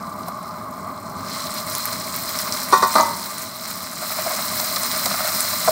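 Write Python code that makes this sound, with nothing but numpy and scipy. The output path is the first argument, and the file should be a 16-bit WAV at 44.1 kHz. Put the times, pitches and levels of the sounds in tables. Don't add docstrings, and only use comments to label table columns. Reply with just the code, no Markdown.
import sys
import numpy as np
from scipy import signal
from scipy.fft import rfft, irfft
from scipy.io import wavfile
from scipy.ndimage import minimum_filter1d

SR = 44100
rng = np.random.default_rng(int(sys.argv[2]) if len(sys.argv) > 2 else 0)


def wav_record(signal):
    frames = np.transpose(np.atleast_2d(signal))
    bounded = np.clip(frames, -1, 1)
    quanta = np.round(bounded * 32767).astype(np.int16)
    wavfile.write(sys.argv[1], SR, quanta)


N = 251803
T = np.arange(N) / SR

# [f/Hz, relative level/dB]
SIZZLE_COLOUR = [(500, -21.5), (1250, 2), (1750, -5.5), (2100, 0), (2850, -13), (3750, -6.5), (4100, 4.5),
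                 (4620, -4.5), (5000, 0), (6400, -8), (8500, -5), (10900, -15.5), (13300, -9),
                 (15500, -8.5)]
LID_TILT_S, LID_GAP_S, LID_CLEAR_S = 1.11, 1.29, 1.72


def undb(db):
    return 10 ** (np.asarray(db) / 20)


def unit(x):
    return x / np.sqrt(np.mean(x ** 2))


def curve(rows):
    return np.interp(T, *np.transpose(rows))


def ramp(start_s, end_s):
    return np.clip((T - start_s) / max(end_s - start_s, 1e-3), 0, 1)


def add(out, s, x):
    i = int(s * SR)
    out[i:i + len(x)] += x[:max(N - i, 0)]


def band(x, lo_hz, hi_hz, order=2):
    edges_hz = np.clip([lo_hz, hi_hz], 10, SR / 2 - 100)
    return signal.sosfilt(signal.butter(order, edges_hz, "band", fs=SR, output="sos"), x)


def through(x, response):
    return signal.fftconvolve(x, response)[:len(x)]


def colour(x, points, size=4096):
    hz, db = np.transpose(points)
    bins_hz = np.arange(size // 2 + 1) * SR / size
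    gain = undb(np.interp(np.log(bins_hz + 1), np.log(hz), db))
    cepstrum = irfft(np.log(gain))
    cepstrum[1:size // 2] *= 2
    cepstrum[size // 2 + 1:] = 0
    return through(x, irfft(np.exp(rfft(cepstrum))))


def fade(t60, length_s):
    return np.exp(-np.log(1000) * T[:int(length_s * SR)] / t60)


def ring(modes):
    out = np.zeros(SR)
    for k, (hz, db, t60) in enumerate(modes):
        tone = np.sin(2 * np.pi * hz * T[:SR])
        out += (-1) ** k * undb(db) * fade(t60, 1) * tone
    return out


def walk(rate):
    return unit(np.interp(T * rate, np.arange(N), rng.standard_normal(N)))


def clicks(rate, spread_db):
    size = undb(spread_db * np.minimum(rng.standard_normal(N), 2.4))
    happens = rng.random(N) < rate / SR
    return unit(happens * size * rng.choice([-1, 1], N))


def resting_db():
    # [t/s, level/dB]
    vigour = [(0, -30.5), (.25, -28.5), (.6, -30.5), (1.75, -29), (2.05, -29.5), (2.42, -27), (2.95, -27),
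              (3.8, -28.5), (5.71, -26.5)]
    shut_db = -15.5
    gap = ramp(LID_TILT_S, LID_GAP_S) ** 2
    return curve(vigour) + 20 * np.log10(gap + (1 - gap) * undb(shut_db))


def sizzle(rate=600, spread_db=7, hiss_db=-2, snap_db=-4, flutter_db=0.65, own_db=0.43, echo_db=-5, echo_s=0.0087):
    stir_start_s, stir_swell_s, stir_db = 3.916, 0.15, 3
    shut_top_db, open_top_db, stirred_top_db = 4, 4.5, 6.5
    shade_db = -6
    gap = ramp(LID_TILT_S, LID_GAP_S)
    stirred = ramp(stir_start_s, stir_start_s + stir_swell_s)
    shaded = gap - ramp(LID_GAP_S, LID_CLEAR_S)
    lift_db = shut_top_db * (1 - gap) + open_top_db * (gap - stirred) + stirred_top_db * stirred
    lift_db = lift_db + shade_db * shaded
    snaps = undb(snap_db) * clicks(260, 7)
    flutter = (flutter_db * walk(45) + 0.9 * walk(20)) * (1 - 0.5 * stirred)
    keep = np.exp(-1 / (echo_s * SR))
    edges_hz = [400, 2800, 4600, 6500, 9000, 12000, 16500]
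    out = np.zeros(N)
    for lo, hi in zip(edges_hz, edges_hz[1:]):
        height = np.clip((lo - 2800) / 8000, 0, 1)
        bubbles = clicks(rate, spread_db) + snaps
        hiss = undb(hiss_db - 2 * height + 3.5 * stirred)
        lingering = signal.lfilter([1 - keep], [1, -keep], bubbles ** 2 + 1e-12)
        echo = undb(echo_db) * np.sqrt(lingering)
        fizz = bubbles + np.hypot(hiss, echo) * rng.standard_normal(N)
        fizz = fizz / np.sqrt(1 + hiss ** 2)
        out += band(fizz, lo, hi) * undb(flutter + own_db * walk(60) + height * lift_db)
    return unit(colour(out, SIZZLE_COLOUR)) * undb(resting_db() + stir_db * stirred)


def spits(gain_db=-2, swell_s=0.00023, noisy=0.64, count=100):
    # [t/s, peak level before gain_db/dB, f/Hz]
    big = [(0.2846, -18, 13900), (1.1009, -23, 5700), (1.297, -21, 13400), (1.6995, -11, 8650),
           (1.7318, -11, 9250), (1.7512, -6, 6670), (1.7823, -8, 15400), (1.8555, -4, 13100),
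           (2.162, -6, 14900), (2.389, -5, 5540), (2.5238, -4.5, 5450), (3.0096, -4, 6670),
           (3.1742, -10, 13500), (3.3822, -6, 8630), (3.424, -10.5, 6350), (4.8334, -2, 8800),
           (5.1088, -12, 12600), (5.406, 1, 8800)]
    over_db, scatter_db, low_hz, high_hz = 12.5, 2, 4580, 15400
    drip_db, drip_lasts_s = 0.5, 2.6
    dripping = ramp(LID_GAP_S, LID_CLEAR_S) - ramp(LID_CLEAR_S, LID_CLEAR_S + drip_lasts_s)
    usual_db = resting_db() + over_db + drip_db * dripping
    small = []
    for i in rng.integers(0, N, count):
        db = usual_db[i] + scatter_db * rng.standard_normal()
        small.append((T[i], db, low_hz * (high_hz / low_hz) ** rng.random()))
    out, t = np.zeros(N), T[:400]
    for s, db, hz in list(big) + small:
        spray = unit(band(rng.standard_normal(len(t)), 0.57 * hz, 13200))
        ping = t * np.exp(-t / swell_s) * (np.sin(2 * np.pi * hz * t) + noisy * spray)
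        add(out, s, undb(db + gain_db) * ping / np.abs(ping).max())
    return out


def lid(contact_s=0.0018, roughness_db=1.1, roughness_rate=90):
    # [f/Hz, relative level/dB, time to fall 60 dB/s]
    lid_modes = [(383, -17, 0.087), (523, -23, 0.15), (590, -22, 0.088), (756, -28, 0.47), (919, -17, .35),
                 (1044, -11, .33), (1078, -21, .15), (1135, -7, .21), (1290, -29, .3), (1373, -25, .25),
                 (1464, -19, .19), (1829, -28, .3), (1895, -26, .16), (1912, -29, 0.33), (2470, -36, 0.48),
                 (3680, -32, 0.42), (3930, -47, .2), (4320, -30, 0.15), (4450, -41, 0.23), (4680, -32, .15),
                 (5100, -40, 0.19), (5770, -28, 0.19)]
    # [f/Hz, relative level/dB, time to fall 60 dB/s]
    hob_modes = [(183.5, -36, 0.51), (222.2, -29.5, 0.43), (285, -26, 0.14), (578, -32, 0.65),
                 (643, -15, 0.17), (772, -21, 0.16), (885, -23, .36), (924, -17, .64), (964, -22, .36),
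                 (1098, -20, .2), (1141, -24, .48), (1224, -11.5, .17), (1260, -29, .58), (1324, -26, .42),
                 (1550, -26.5, 0.15), (2100, -45, 0.82), (2015, -32, 0.42), (2336, -39, 0.29),
                 (4090, -23, 0.084)]
    # [f/Hz, relative level/dB]
    crash_colour = [(50, -55), (120, -28), (230, -12), (400, -11), (720, -11), (1050, 2), (1400, -9.5),
                    (2000, -15), (2900, -36), (4150, -12.5), (6000, -23), (10000, -24.5), (15000, -57)]
    # [t/s, lid ring gain/dB, hob ring gain/dB, crash level/dB]
    clanks = [(2.7251, 2, -33, -12.5), (2.8228, -2.5, -9, -14), (2.9538, -5.5, 4.5, -9),
              (2.9825, -19, -0.5, -12), (2.9950, -22, 2, -26)]
    dome_lag_s = .0045
    crash_t60_s, buzz_t60_s, buzz_db = 0.099, 0.79, -26
    out, lid_ring, hob_ring = np.zeros(N), ring(lid_modes), ring(hob_modes)
    onset = ramp(0, contact_s)[:SR]
    next_blow = [row[0] for row in clanks[1:]] + [T[-1]]
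    for (s, lid_db, hob_db, crash_db), end in zip(clanks, next_blow):
        free_s = end - s - dome_lag_s
        held = onset - ramp(free_s, free_s + contact_s)[:SR]
        add(out, s + dome_lag_s, undb(lid_db) * lid_ring * held)
        add(out, s, undb(hob_db) * hob_ring * onset)
        noise = rng.standard_normal(SR)
        crash = undb(crash_db) * fade(crash_t60_s, 1)
        buzz = undb(hob_db + buzz_db) * fade(buzz_t60_s, 1)
        dying = np.hypot(crash, buzz)
        add(out, s, colour(noise * dying, crash_colour) / np.std(colour(noise, crash_colour)))
    return out * undb(roughness_db * walk(roughness_rate))


def spatula(dull_db=-6, uneven_db=5.5, thump_lo_hz=540, thump_hi_hz=1900, rustle_db=-9):
    # [f/Hz, relative level/dB, time to fall 60 dB/s]
    wok_modes = [(570, -6, .035), (635, -1, .06), (745, -3, .035), (920, -7, .03), (1100, -4, .03),
                 (1250, -3, .035), (1410, -5, .035), (1750, -8, .02), (2100, -9, .02), (4150, -9, .015),
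                 (5100, -8, .01)]
    # [t/s, wok ring level/dB, contact length/s, brightness f/Hz]
    knocks = [(0.281, -28, 0.009, 1500), (4.012, -33, 0.014, 1310), (4.261, -20, 0.0093, 690),
              (4.299, -28, 0.0065, 2200), (4.337, -29, 0.007, 800), (4.599, -28, 0.0043, 3600),
              (4.76, -26, 0.011, 3000), (5.057, -22.5, 0.0079, 3100), (5.6753, -10.5, 0.013, 860)]
    # [t of the hardest moment/s, scrape level there/dB]
    strokes = [(4.31, -27.5), (5.16, -29.5), (5.5, -46)]
    rise_db_per_s, fall_db_per_s = 45, 98
    even_hz, crack_db_per_octave = 2280, 14
    wok = band(ring(wok_modes), 520, 9000, order=3)
    effort = np.zeros(N)
    for s, db in strokes:
        effort += undb(db - np.maximum(rise_db_per_s * (s - T), fall_db_per_s * (T - s)))
    slips = band(clicks(630, 8), 300, 3000, order=1)
    scrape = unit(through(slips, wok))
    rustle = unit(band(clicks(1500, 3.6), 1300, 2400))
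    out = (scrape + undb(rustle_db) * rustle) * effort * undb(uneven_db * walk(25))
    t = T[:SR // 4]
    for s, db, length_s, bright_hz in knocks:
        push = rng.standard_normal(SR // 4) * (t < length_s)
        soft = band(push, 120, max(bright_hz, 650))
        thump = band(soft, thump_lo_hz, thump_hi_hz, order=3)
        crack = colour(push * np.exp(-t / length_s), SIZZLE_COLOUR)
        crack_db = db + crack_db_per_octave * np.log2(bright_hz / even_hz)
        for part, part_db in (through(soft, wok), db), (thump, db + dull_db), (crack, crack_db):
            add(out, s, undb(part_db) * part * np.sqrt(length_s * SR / np.sum(part ** 2)))
    return out


def whistle(hz=4200, width_hz=25):
    start_s, end_s, fade_s, level_db = .93, 1.18, .05, -55
    pressed = ramp(start_s, start_s + fade_s) - ramp(end_s - fade_s, end_s)
    jet = unit(band(rng.standard_normal(N), hz - width_hz / 2, hz + width_hz / 2))
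    return jet * undb(level_db) * pressed


def burner(flame_db=-38, hollow_db=-33.0, flicker_db=0.75):
    # [f/Hz, relative level/dB]
    flame_colour = [(25, -33), (42, -29), (62, -16), (108, -3), (135, -9.5), (180, 0), (250, -1.5),
                    (325, -13), (375, -10.5), (450, -15), (900, -20), (2500, -43)]
    # [f/Hz, width/Hz, relative gain with lid on/dB, relative gain with lid off/dB]
    hollow_tones = [(627, 74.5, 1, 3.5), (731, 150, -8, -11.5), (843, 53, -1.5, -4), (1068, 137, 3, 2.5),
                    (1187, 64, 6, 3.5), (1291, 81, -6.5, -5.5), (1396, 320, -10, -10),
                    (2104, 276, -17, -13)]
    opened = ramp(LID_TILT_S, LID_CLEAR_S)
    rumble = unit(colour(rng.standard_normal(N), flame_colour)) * undb(1.14 * walk(12))
    hollow = np.zeros(N)
    for hz, width, on_db, off_db in hollow_tones:
        tone = band(rng.standard_normal(N), hz - width / 2, hz + width / 2)
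        hollow += tone * undb(on_db + (off_db - on_db) * opened)
    return undb(flame_db) * rumble + undb(hollow_db + flicker_db * walk(25)) * unit(hollow)


def kitchen(x, wet_db, t60=.3):
    tail = rng.standard_normal(SR // 2) * fade(t60, .5) * (T[:SR // 2] > .002)
    return x + undb(wet_db) * through(x, tail / np.sqrt(np.sum(tail ** 2)))


def scene():
    droplets = kitchen(spits(), wet_db=-5.0, t60=0.068)
    utensils = kitchen(lid() + spatula(), wet_db=-17, t60=.35)
    return (sizzle() + droplets + utensils + whistle() + burner())[None]


def gain_control(x, threshold_db=-19, depth_db=4.0, hold_s=0.84, attack_s=0.36):
    power = signal.lfilter([1], [1, -np.exp(-1 / (attack_s * SR))], x ** 2) / (attack_s * SR)
    cut_db = np.clip(10 * np.log10(power + 1e-12) - threshold_db, 0, depth_db)
    hold = int(hold_s * SR) // 2
    gain_db = minimum_filter1d(-cut_db, 2 * hold + 1, origin=hold, mode="nearest")
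    ease = np.exp(-1 / (.1 * SR))
    return x * undb(signal.lfilter([1 - ease], [1, -ease], gain_db))


def record(dry):
    top_hz = 15680
    x = np.clip(gain_control(dry[0]), -1, 1)
    return signal.sosfilt(signal.ellip(10, .2, 80, top_hz, fs=SR, output="sos"), x)[None]


dry = scene()
out = record(dry)
wav_record(out)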